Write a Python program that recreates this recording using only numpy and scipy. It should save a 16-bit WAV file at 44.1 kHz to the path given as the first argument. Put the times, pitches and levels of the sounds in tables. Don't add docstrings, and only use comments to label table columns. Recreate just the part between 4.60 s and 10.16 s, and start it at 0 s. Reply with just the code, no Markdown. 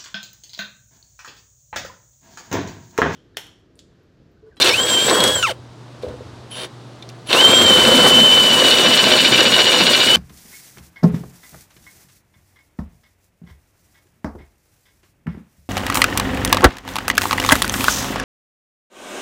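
import sys
import numpy as np
from scipy import signal
from scipy.fft import rfft, irfft, next_fast_len
from scipy.io import wavfile
from scipy.ndimage import uniform_filter1d, map_coordinates

SR = 44100
rng = np.random.default_rng(int(sys.argv[2]) if len(sys.argv) > 2 else 0)


def dump(signal):
    limited = np.clip(np.atleast_2d(signal).T, -1, 1)
    pcm = np.round(limited * 32767).astype(np.int16)
    wavfile.write(sys.argv[1], SR, pcm)


def linear_from_db(decibels):
    return 10 ** (np.asarray(decibels, float) / 20)


N = 245195
T = np.arange(N) / SR

# frequency in Hz, relative density in dB per Hz.
YARD = [(18, -50), (35, -30), (64, -14), (93, -18), (125, 3), (170, -4.5), (335, -4), (430, -7.5),
        (1180, -13.5), (2270, -23.5), (3940, -21.5), (9000, -35.5), (15800, -56)]
# frequency in Hz, level in dB.
HUM = (120.5, -40.5)
YARD_DB, YARD_SWELL_DB, YARD_SWELL_S = -45, 3.5, (0.93, 1.52)

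# frequency in Hz, relative density in dB per Hz.
BOOM = [(60, -50), (110, -13), (170, -7), (230, -2), (260, -1), (330, -18), (600, -70)]
# frequency in Hz, relative density in dB per Hz.
DEEP = [(20, -60), (35, -25), (48, -7), (65, 1.5), (95, 6), (130, -15), (250, -70)]
# time in seconds, level in dB.
LEAN = [(0, -43), (.5, -47), (.66, -37), (.91, -42), (1.31, -66), (1.47, -38.5), (1.9, -54), (2.14, -62),
        (2.7, -60), (2.94, -34.5), (3.78, -40.5), (4.23, -56), (5.0, -51), (5.35, -52), (5.56, -59)]
BOOM_DB, BOOM_GROWS, BOOM_AT_DB, BOOM_SINKS_DB = -25.5, 0.85, -16, -3.5

# on in seconds, off in seconds, housing buzz in dB, the same at the end in dB.
TOUCH = [(1.898, 2.05, -34, -41), (2.659, 2.72, -45, -19)]
# frequency in Hz, end frequency in Hz, level in dB.
SWITCH = [(10150, 9800, -41), (10200, 10450, -45)]
TOUCH_EDGE_S = 0.016

# start in seconds, relative level in dB.
KNOCK = [(.466, -9), (.483, -13), (.509, -9), (0.532, -3.5), (0.555, -11), (0.584, -17), (0.606, -23),
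         (.694, -13), (1.434, -16), (1.444, -18.5), (1.466, -22), (1.483, -19), (1.496, -19.5), (1.51, -31),
         (1.539, -27.5), (1.607, -26), (1.665, -35)]
# frequency in Hz, relative level in dB, 60 dB decay in seconds.
RIM = [(241, -14, 0.1), (315, -22, 0.36), (438, -2, 0.052), (493, 3, 0.053), (577, -2, 0.042),
       (1030, -13, 0.035)]
# start in seconds, frequency in Hz, level in dB, 60 dB decay in seconds.
LINGERING_RING = (-1.2, 311.5, -35, 4)

# start in seconds, relative level in dB, centre in Hz, relative crackle level in dB.
CATCH = [(0.0124, -2.5, 3390, -13), (0.0196, 0, 4200, -15), (0.0259, 0.5, 4170, -21),
         (0.0444, -7, 3450, -10), (0.4964, -2, 4120, -24), (0.603, -4.5, 3480, -8),
         (0.6384, -7.5, 3350, 2.5), (0.6764, -9.5, 3650, -4), (0.8264, -7, 2740, -31),
         (1.4247, -35, 3900, -8), (1.4855, -35, 3440, -10), (1.914, -29, 3100, -7),
         (2.424, -24.5, 3700, -20), (2.4897, -28, 4920, -12), (2.4974, -32.5, 2890, -9),
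         (2.6708, -28, 3126, -5), (2.6963, -15, 2990, -18), (2.7282, 3, 3090, -36),
         (2.8087, -0.5, 3050, -23), (2.8792, -14, 3190, -21), (3.0174, -5, 3163, -9),
         (3.0794, -6, 3130, -12)]
SNAG_TURN, SNAG_SCATTER = 0.5, 0.05
SNAG_DB, SNAG_SPREAD_DB, SNAG_TOP_DB = -3.5, 1, -27
SNAG_HZ, SNAG_OCTAVES, SNAG_OVER = 3158, 0.2014, 0.4

# time in seconds, side pressure on the panel in relative dB,
# cutting in relative dB.
CONTACT = [
    [(0, -17.5, -18.5), (.033, -21, -22), (.04, -21.5, -21), (.09, -17.5, -18), (.14, -24.5, -24),
     (.174, -24, -32), (.272, -23.5, -33.5), (.288, -17.5, -27), (.406, -26, -27), (.46, -21.5, -27.5),
     (.486, -15.5, -23.5), (.58, -16, -29), (.672, -16, -30), (.766, -23.5, -40), (.852, -37, -42),
     (.914, -32, -29.5), (.942, -47, -83), (.95, -47, -71)],
    [(1.41, -62, -71), (1.422, -41, -50), (1.508, -44, -61), (1.586, -52, -77), (1.66, -63, -72)],
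    [(1.9, -55, -64), (1.91, -48, -47.5), (2.0, -33.5, -35), (2.05, -32.5, -36.5), (2.075, -42, -58)],
    [(2.66, -52, -51), (2.68, -41, -43), (2.7, -27.5, -28), (2.726, -22, -23), (2.75, -14, -20),
     (2.8, -15.5, -21), (2.95, -16, -22.5), (3.47, -13.5, -20), (3.64, -18.5, -22), (4.25, -15.5, -18.5),
     (4.48, -17.5, -17.5), (4.85, -16.5, -17.5), (5.56, -19, -19)],
]
# centre in Hz, width in Hz, relative height in dB.
BIT_MODES = [(1560, 59, 8), (2345, 18, 14.5), (2650, 28, 11.5), (2740, 20, 7), (2950, 54, 9.5),
             (3440, 16, 9), (3610, 16, 13), (3734, 105, 10.5), (4104, 17, 14), (4380, 107, 12.5),
             (4844, 68, 12.5), (5720, 100, 21)]
# centre in Hz, width in Hz, relative height in dB.
PANEL = [(367.6, 21, 4.5), (506, 53, 3), (617.5, 2.9, 6), (1036, 29, 3)]
# frequency in Hz, relative density in dB per Hz.
GRIND = [(500, -60), (900, -33), (1500, -2), (2000, -3), (2500, -1), (3300, 0), (4200, -3.5), (5000, -11),
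         (6000, -23.5), (7500, -15), (12000, -60)]
# frequency in Hz, relative density in dB per Hz.
RUMBLE = [(150, -41), (300, -2), (360, -5), (430, -4), (510, -2), (800, -6), (1500, -6), (2200, -13.5),
          (4000, -93)]
# frequency in Hz, relative density in dB per Hz.
HISS = [(1500, -81), (2940, 3), (5000, -2.5), (6870, -3.5), (8250, 0.5), (11100, -12), (15800, -13.5)]
SPRAY_DB, RUB_DB = -7.5, -18
AIR_DB, AIR_HZ, AIR_POWER = -28, 3330, 1.44
AIR_CHOKE_DB = -6.5
BRUSH_FOLLOWS, BRUSH_AT_DB = 0.29, -29

# time in seconds, gear mesh in Hz.
SPEED = [
    [(.04, 2950), (.065, 2847), (.102, 2210), (.125, 2255), (.158, 2717), (.18, 3040), (.206, 3180),
     (.28, 3320), (.3, 3206), (.34, 3180), (.38, 3120), (.49, 3274), (.74, 3330), (.8, 3056), (.828, 2950),
     (.853, 2580), (.86, 2372), (.88, 1910), (.895, 1541), (.91, 1235), (.924, 982)],
    [(2.69, 498), (2.731, 1560), (2.75, 2500), (2.79, 2966), (2.82, 3120), (2.85, 3135), (2.95, 3180),
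     (3.03, 3180), (3.12, 3046), (3.25, 3027), (3.45, 3031), (3.65, 3040), (4.05, 2950), (4.25, 2964),
     (4.65, 2950), (4.85, 2904), (5.47, 2919), (5.51, 2960), (5.56, 3064)],
]
# time in seconds, binding (1 = hard).
BIND = [(0, 0.084), (2.8, 0.26), (3.6, 0.17), (4.0, 0.32), (4.25, 0.54), (4.45, 0.92), (5.4, 0.93),
        (5.56, 0.19)]
# time in seconds, relative level in dB.
TORQUE = [(0, -31), (.07, -11), (.1, -7), (.145, 0), (.16, -11), (.2, -6.5), (.26, -17), (.34, -5),
          (.44, -8.5), (.49, -18), (.6, -9), (.74, -8), (.82, -22), (.83, 1.5), (.9, -12.5), (2.74, -30),
          (2.755, -5), (2.79, 5.5), (2.82, -7), (2.85, 6), (2.89, -4), (2.95, 0.5), (3.25, -4), (3.65, 0.5),
          (4.05, 4), (4.45, 0.5), (4.85, 0), (5.05, 0.5), (5.25, -1.5), (5.47, 0), (5.51, 6), (5.56, -3)]
# frequency in Hz, relative level in dB.
GEARBOX = [(700, -62), (1500, -13), (2200, -21), (2600, -12.5), (2890, -18.5), (2950, -18), (3050, -9),
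           (3150, -11), (3320, -11)]
# frequency in Hz, level in dB.
WHISTLE_LEVEL = [(4900, -60), (5250, -24.5), (5550, -20), (5900, -29), (6600, -24), (7000, -36.5),
                 (7250, -33), (7400, -26), (7490, -25.5), (7700, -20), (7880, -33)]
# multiple of half the mesh, relative level in dB.
BUZZ = [(1, 0), (3, -20), (4, -15), (5, -17), (6, -23)]
# centre in Hz, width in Hz, lift in dB.
HOUSING = (3050, 450, 20)
OVERTONE_DB = (-35, -22)
MESH_PER_TURN, TURN_AT_S = 199.7, 4.8158
UNLOAD_DB, UNLOAD_NARROW = -19, 3
WHISTLE = 2.3765
CLIMB_HUSH_DB, CLIMB_HZ_PER_S = -12, 12000
BRAKE_HUSH_S, BRAKE_HUSH_DB = 0.04, -25
BRAKE_S, BRAKE_DB, BRAKE_FADE_HZ = 0.8265, -20, 2520
JAM, JAM_DB, JAM_HZ_PER_S = 1.29, -24, 15000
SLACK_DB, SLACK_UNDER_DB = -33, -6


def unit(x):
    return x / np.sqrt(np.mean(x ** 2) + 1e-20)


def curves(*tables, rest=-120):
    out = np.full((len(tables[0][0]) - 1, N), float(rest))
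    for s, *columns in map(np.transpose, tables):
        on = (T >= s[0]) & (T <= s[-1])
        out[:, on] = [np.interp(T[on], s, column) for column in columns]
    return out


def wobble(rate):
    return map_coordinates(rng.standard_normal(int(N / SR * 1200)), [T * rate])


def level_at(spectrum, hz):
    at, db = np.transpose(spectrum)
    return np.interp(np.log(hz), np.log(at), db)


def shaped(x, spectrum, modes=(), lift_db=0):
    m = next_fast_len(N + 8192)
    hz = np.fft.rfftfreq(m, 1 / SR)
    peaks = sum(linear_from_db(level + lift_db) ** 2 / (1 + (2 * (hz - centre) / width) ** 2)
                for centre, width, level in modes)
    gain = linear_from_db(level_at(spectrum, hz + 1)) * np.sqrt(1 + peaks)
    return unit(irfft(rfft(x, m) * gain, m)[:N])


def yard():
    hz, db = HUM
    hum = linear_from_db(db + 0.7 * wobble(6)) * np.sin(2 * np.pi * hz * T + 0.2 * wobble(6))
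    far_db = YARD_DB + np.interp(T, YARD_SWELL_S, [0, YARD_SWELL_DB]) + 0.32 * wobble(5.8)
    return linear_from_db(far_db) * shaped(rng.standard_normal(N), YARD) + hum


def truck(bind):
    pressure_db = curves(*CONTACT)[0]
    slow_torque_db = uniform_filter1d(curves(TORQUE)[0], size=SR // 4)
    boom_db = BOOM_DB + BOOM_GROWS * (pressure_db - BOOM_AT_DB) + BOOM_SINKS_DB * bind + 0.39 * slow_torque_db
    boom = linear_from_db(boom_db + 1.8 * wobble(6.5) + 3.0 * wobble(30)) * shaped(rng.standard_normal(N), BOOM)
    shake = linear_from_db(curves(LEAN)[0]) * shaped(rng.standard_normal(N), DEEP)
    return boom + shake


def trigger():
    rattle = rng.standard_normal(N) * linear_from_db(3.9 * wobble(220))
    housing = shaped(rattle, [(1000, -80), (2000, -30), (2800, -5), (3150, 9), (3500, -20), (4500, -46),
                              (9000, -80)])
    out = np.zeros(N)
    for on, off, start_db, end_db in TOUCH:
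        gate = np.clip(np.minimum(T - on, off + TOUCH_EDGE_S - T) / TOUCH_EDGE_S, 0, 1) ** 2
        out += gate * linear_from_db(np.interp(T, [on, off], [start_db, end_db])) * housing
        for hz, end_hz, db in SWITCH:
            pitch = np.interp(T, [on, off], [hz, end_hz])
            out += gate * linear_from_db(db + 2.3 * wobble(110)) * np.sin(2 * np.pi * np.cumsum(pitch) / SR)
    return out


def knocks():
    out, t = np.zeros(N + SR), np.arange(SR // 2) / SR
    for s, db in KNOCK:
        spread_db = rng.normal(0, 2.5, len(RIM))
        ring = sum(linear_from_db(level + more - 60 * t / t60) * np.sin(2 * np.pi * hz * t)
                   for (hz, level, t60), more in zip(RIM, spread_db))
        out[round(s * SR):][:len(t)] += linear_from_db(db - 2.5) * ring * (1 - np.exp(-t / 0.0025))
    s, hz, db, t60 = LINGERING_RING
    lingering_db = db - 60 * (T - s) / t60 + 2.1 * wobble(24.5)
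    return out[:N] + linear_from_db(lingering_db) * np.sin(2 * np.pi * hz * T)


def snags(angle, bind):
    turns = angle / (2 * np.pi)
    whole = np.arange(np.ceil(turns[0]), turns[-1] - 1)
    chance = rng.standard_normal((len(whole), 3))
    s = np.interp(whole + SNAG_TURN + SNAG_SCATTER * chance[:, 0], turns, T)
    db = SNAG_DB + SNAG_SPREAD_DB * chance[:, 1]
    hz = SNAG_HZ * 2 ** (SNAG_OCTAVES * chance[:, 2])
    rows = np.transpose([s, db, hz, np.full(len(s), SNAG_TOP_DB)])
    return list(rows[np.interp(s, T, bind) > SNAG_OVER])


def catches(angle, bind):
    out, t = np.zeros(N + SR), np.arange(SR // 20) / SR
    modes, widths, levels = np.transpose(BIT_MODES)[..., None]
    for s, db, hz, top_db in CATCH + snags(angle, bind):
        noise = rng.standard_normal((3, len(t)))
        rough = unit(signal.lfilter([1], [1, -1.7, 0.7225], noise[:2]))
        carrier = rough[0] * np.sin(2 * np.pi * hz * t) + rough[1] * np.cos(2 * np.pi * hz * t)
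        snap = 1.06 * carrier * linear_from_db(-60 * t / 0.029)
        near_db = levels - 15.0 - 14 * np.abs(np.log2(modes / hz)) + rng.normal(0, 3.0, modes.shape)
        decay = np.exp(-2.5 * np.pi * widths * t)
        ring = np.sum(linear_from_db(near_db) * decay * np.sin(2 * np.pi * modes * t), axis=0)
        bright = unit(uniform_filter1d(np.gradient(noise[2]), size=3))
        crackle = linear_from_db(top_db + 8.0 - 60 * t / 0.021) * bright
        attack = 1 - np.exp(-t / 0.00069)
        out[round(s * SR):][:len(t)] += linear_from_db(db - 8.5) * (snap + ring + crackle) * attack
    return out[:N]


def bit(angle, bind, hz):
    rumble_db, grind_db = curves(*CONTACT)
    bite = bind * np.tanh(2.4 * np.cos(angle + 1.4 + 0.2 * wobble(12)))
    chips = rng.standard_normal(N) * linear_from_db(1.0 * wobble(90) + 3.3 * wobble(600))
    grind = linear_from_db(grind_db + 2.5 + 3.1 * bite) * shaped(chips, GRIND, BIT_MODES, lift_db=-1.8)
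    thuds = rng.standard_normal(N) * linear_from_db(1.36 * wobble(35) + 1.9 * wobble(140))
    rumble = linear_from_db(rumble_db - 1.9 + 1.0 * bite) * shaped(thuds, RUMBLE, PANEL, lift_db=2.5)
    flutter = rng.standard_normal(N) * linear_from_db(0.38 * wobble(25) + 1.54 * wobble(60) + 0.38 * wobble(550))
    spray = linear_from_db(grind_db + SPRAY_DB)
    rub = linear_from_db(rumble_db + RUB_DB)
    air = linear_from_db(AIR_DB + BRUSH_FOLLOWS * (grind_db - BRUSH_AT_DB)) * (hz / AIR_HZ) ** AIR_POWER
    hiss = np.linalg.norm([spray, rub, air], axis=0)
    hiss = hiss * linear_from_db(2.5 + AIR_CHOKE_DB * bind - 2.7 * bite) * shaped(flutter, HISS)
    return grind + rumble + hiss


def shaft():
    hz = curves(*SPEED, rest=100)[0]
    cycles = np.cumsum(hz) / SR
    angle = 2 * np.pi * (cycles - cycles[round(TURN_AT_S * SR)]) / MESH_PER_TURN
    bind = curves(BIND)[0]
    sag = 0.019 * bind * np.cos(angle + 0.3) + 0.0031 * wobble(45)
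    mesh = 2 * np.pi * np.cumsum(hz * (1 + sag)) / SR
    return mesh, angle, bind, hz


def motor(mesh, angle, bind, hz):
    torque_db, running = curves(TORQUE)[0], hz > 200
    slope = np.gradient(hz) * SR
    braking = (T > BRAKE_S) & (T < SPEED[1][0][0])

    gap = (0.5 + 0.5 * np.cos(angle - 2.6)) ** UNLOAD_NARROW
    load_db = bind ** 1.87 * (3.0 + UNLOAD_DB * gap)
    flicker_db = 0.62 * wobble(21.98) + 0.32 * wobble(70) + 1.2 * wobble(300)
    tone = np.sin(mesh + 0.23 * wobble(250)) + linear_from_db(OVERTONE_DB[0]) * np.sin(4 * mesh + wobble(250))
    whine = linear_from_db(level_at(GEARBOX, hz) + torque_db + load_db + flicker_db) * tone

    climbing = uniform_filter1d(np.clip(slope / CLIMB_HZ_PER_S, 0, 1), size=500)
    hush_db = CLIMB_HUSH_DB * climbing
    hush_db = hush_db + BRAKE_HUSH_DB * braking * np.clip((T - BRAKE_S) / BRAKE_HUSH_S, 0, 1)
    phase = WHISTLE * mesh + 0.34 * wobble(330)
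    whistle_db = level_at(WHISTLE_LEVEL, WHISTLE * hz) + hush_db + 0.53 * wobble(20) + 2.2 * wobble(110)
    whistle = linear_from_db(whistle_db) * (np.sin(phase) + linear_from_db(OVERTONE_DB[1]) * np.sin(2 * phase))

    drag = uniform_filter1d(np.clip(-slope / JAM_HZ_PER_S, 0, 1), size=500) ** 2 * ~braking
    squeal = linear_from_db(JAM_DB + 2.5 * wobble(82)) * drag * np.sin(JAM * mesh + 0.5 * wobble(390))

    centre, width, lift_db = HOUSING
    buzz = np.zeros(N)
    for k, db in BUZZ:
        housing_db = lift_db / (1 + (2 * (k * hz / 2 - centre) / width) ** 2)
        partial_db = db + 2.0 * wobble(89.47) + housing_db
        buzz += linear_from_db(partial_db) * np.sin(k * mesh / 2 + 0.59 * wobble(300))
    fading = np.clip(hz / BRAKE_FADE_HZ, 0, 1) ** 3
    slack = linear_from_db(SLACK_DB) * (torque_db < SLACK_UNDER_DB)
    buzz = buzz * (linear_from_db(BRAKE_DB) * braking * fading + slack)
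    return np.sqrt(2) * running * (whine + whistle + squeal + buzz)


def scene():
    mesh, angle, bind, hz = shaft()
    drill = truck(bind) + trigger() + knocks() + catches(angle, bind)
    drill = drill + bit(angle, bind, hz) + motor(mesh, angle, bind, hz)
    t = np.arange(SR // 10) / SR
    wall = rng.standard_normal(len(t)) * linear_from_db(-60 * t / 0.11)
    answer = linear_from_db(-14.5) * signal.fftconvolve(drill, wall / np.linalg.norm(wall))[:N]
    return (drill + answer + yard())[None]


def top_cut(x):
    return signal.sosfilt(signal.butter(12, 17020, fs=SR, output="sos"), x)


def record(dry):
    soft = dry / (1 + np.abs(dry / 0.88) ** 6) ** (1 / 6)
    in_band = np.fft.rfftfreq(N, 1 / SR) < 15850
    limited = irfft(rfft(soft) * in_band, N)
    return top_cut(limited)


dry = scene()
out = record(dry)
dump(out)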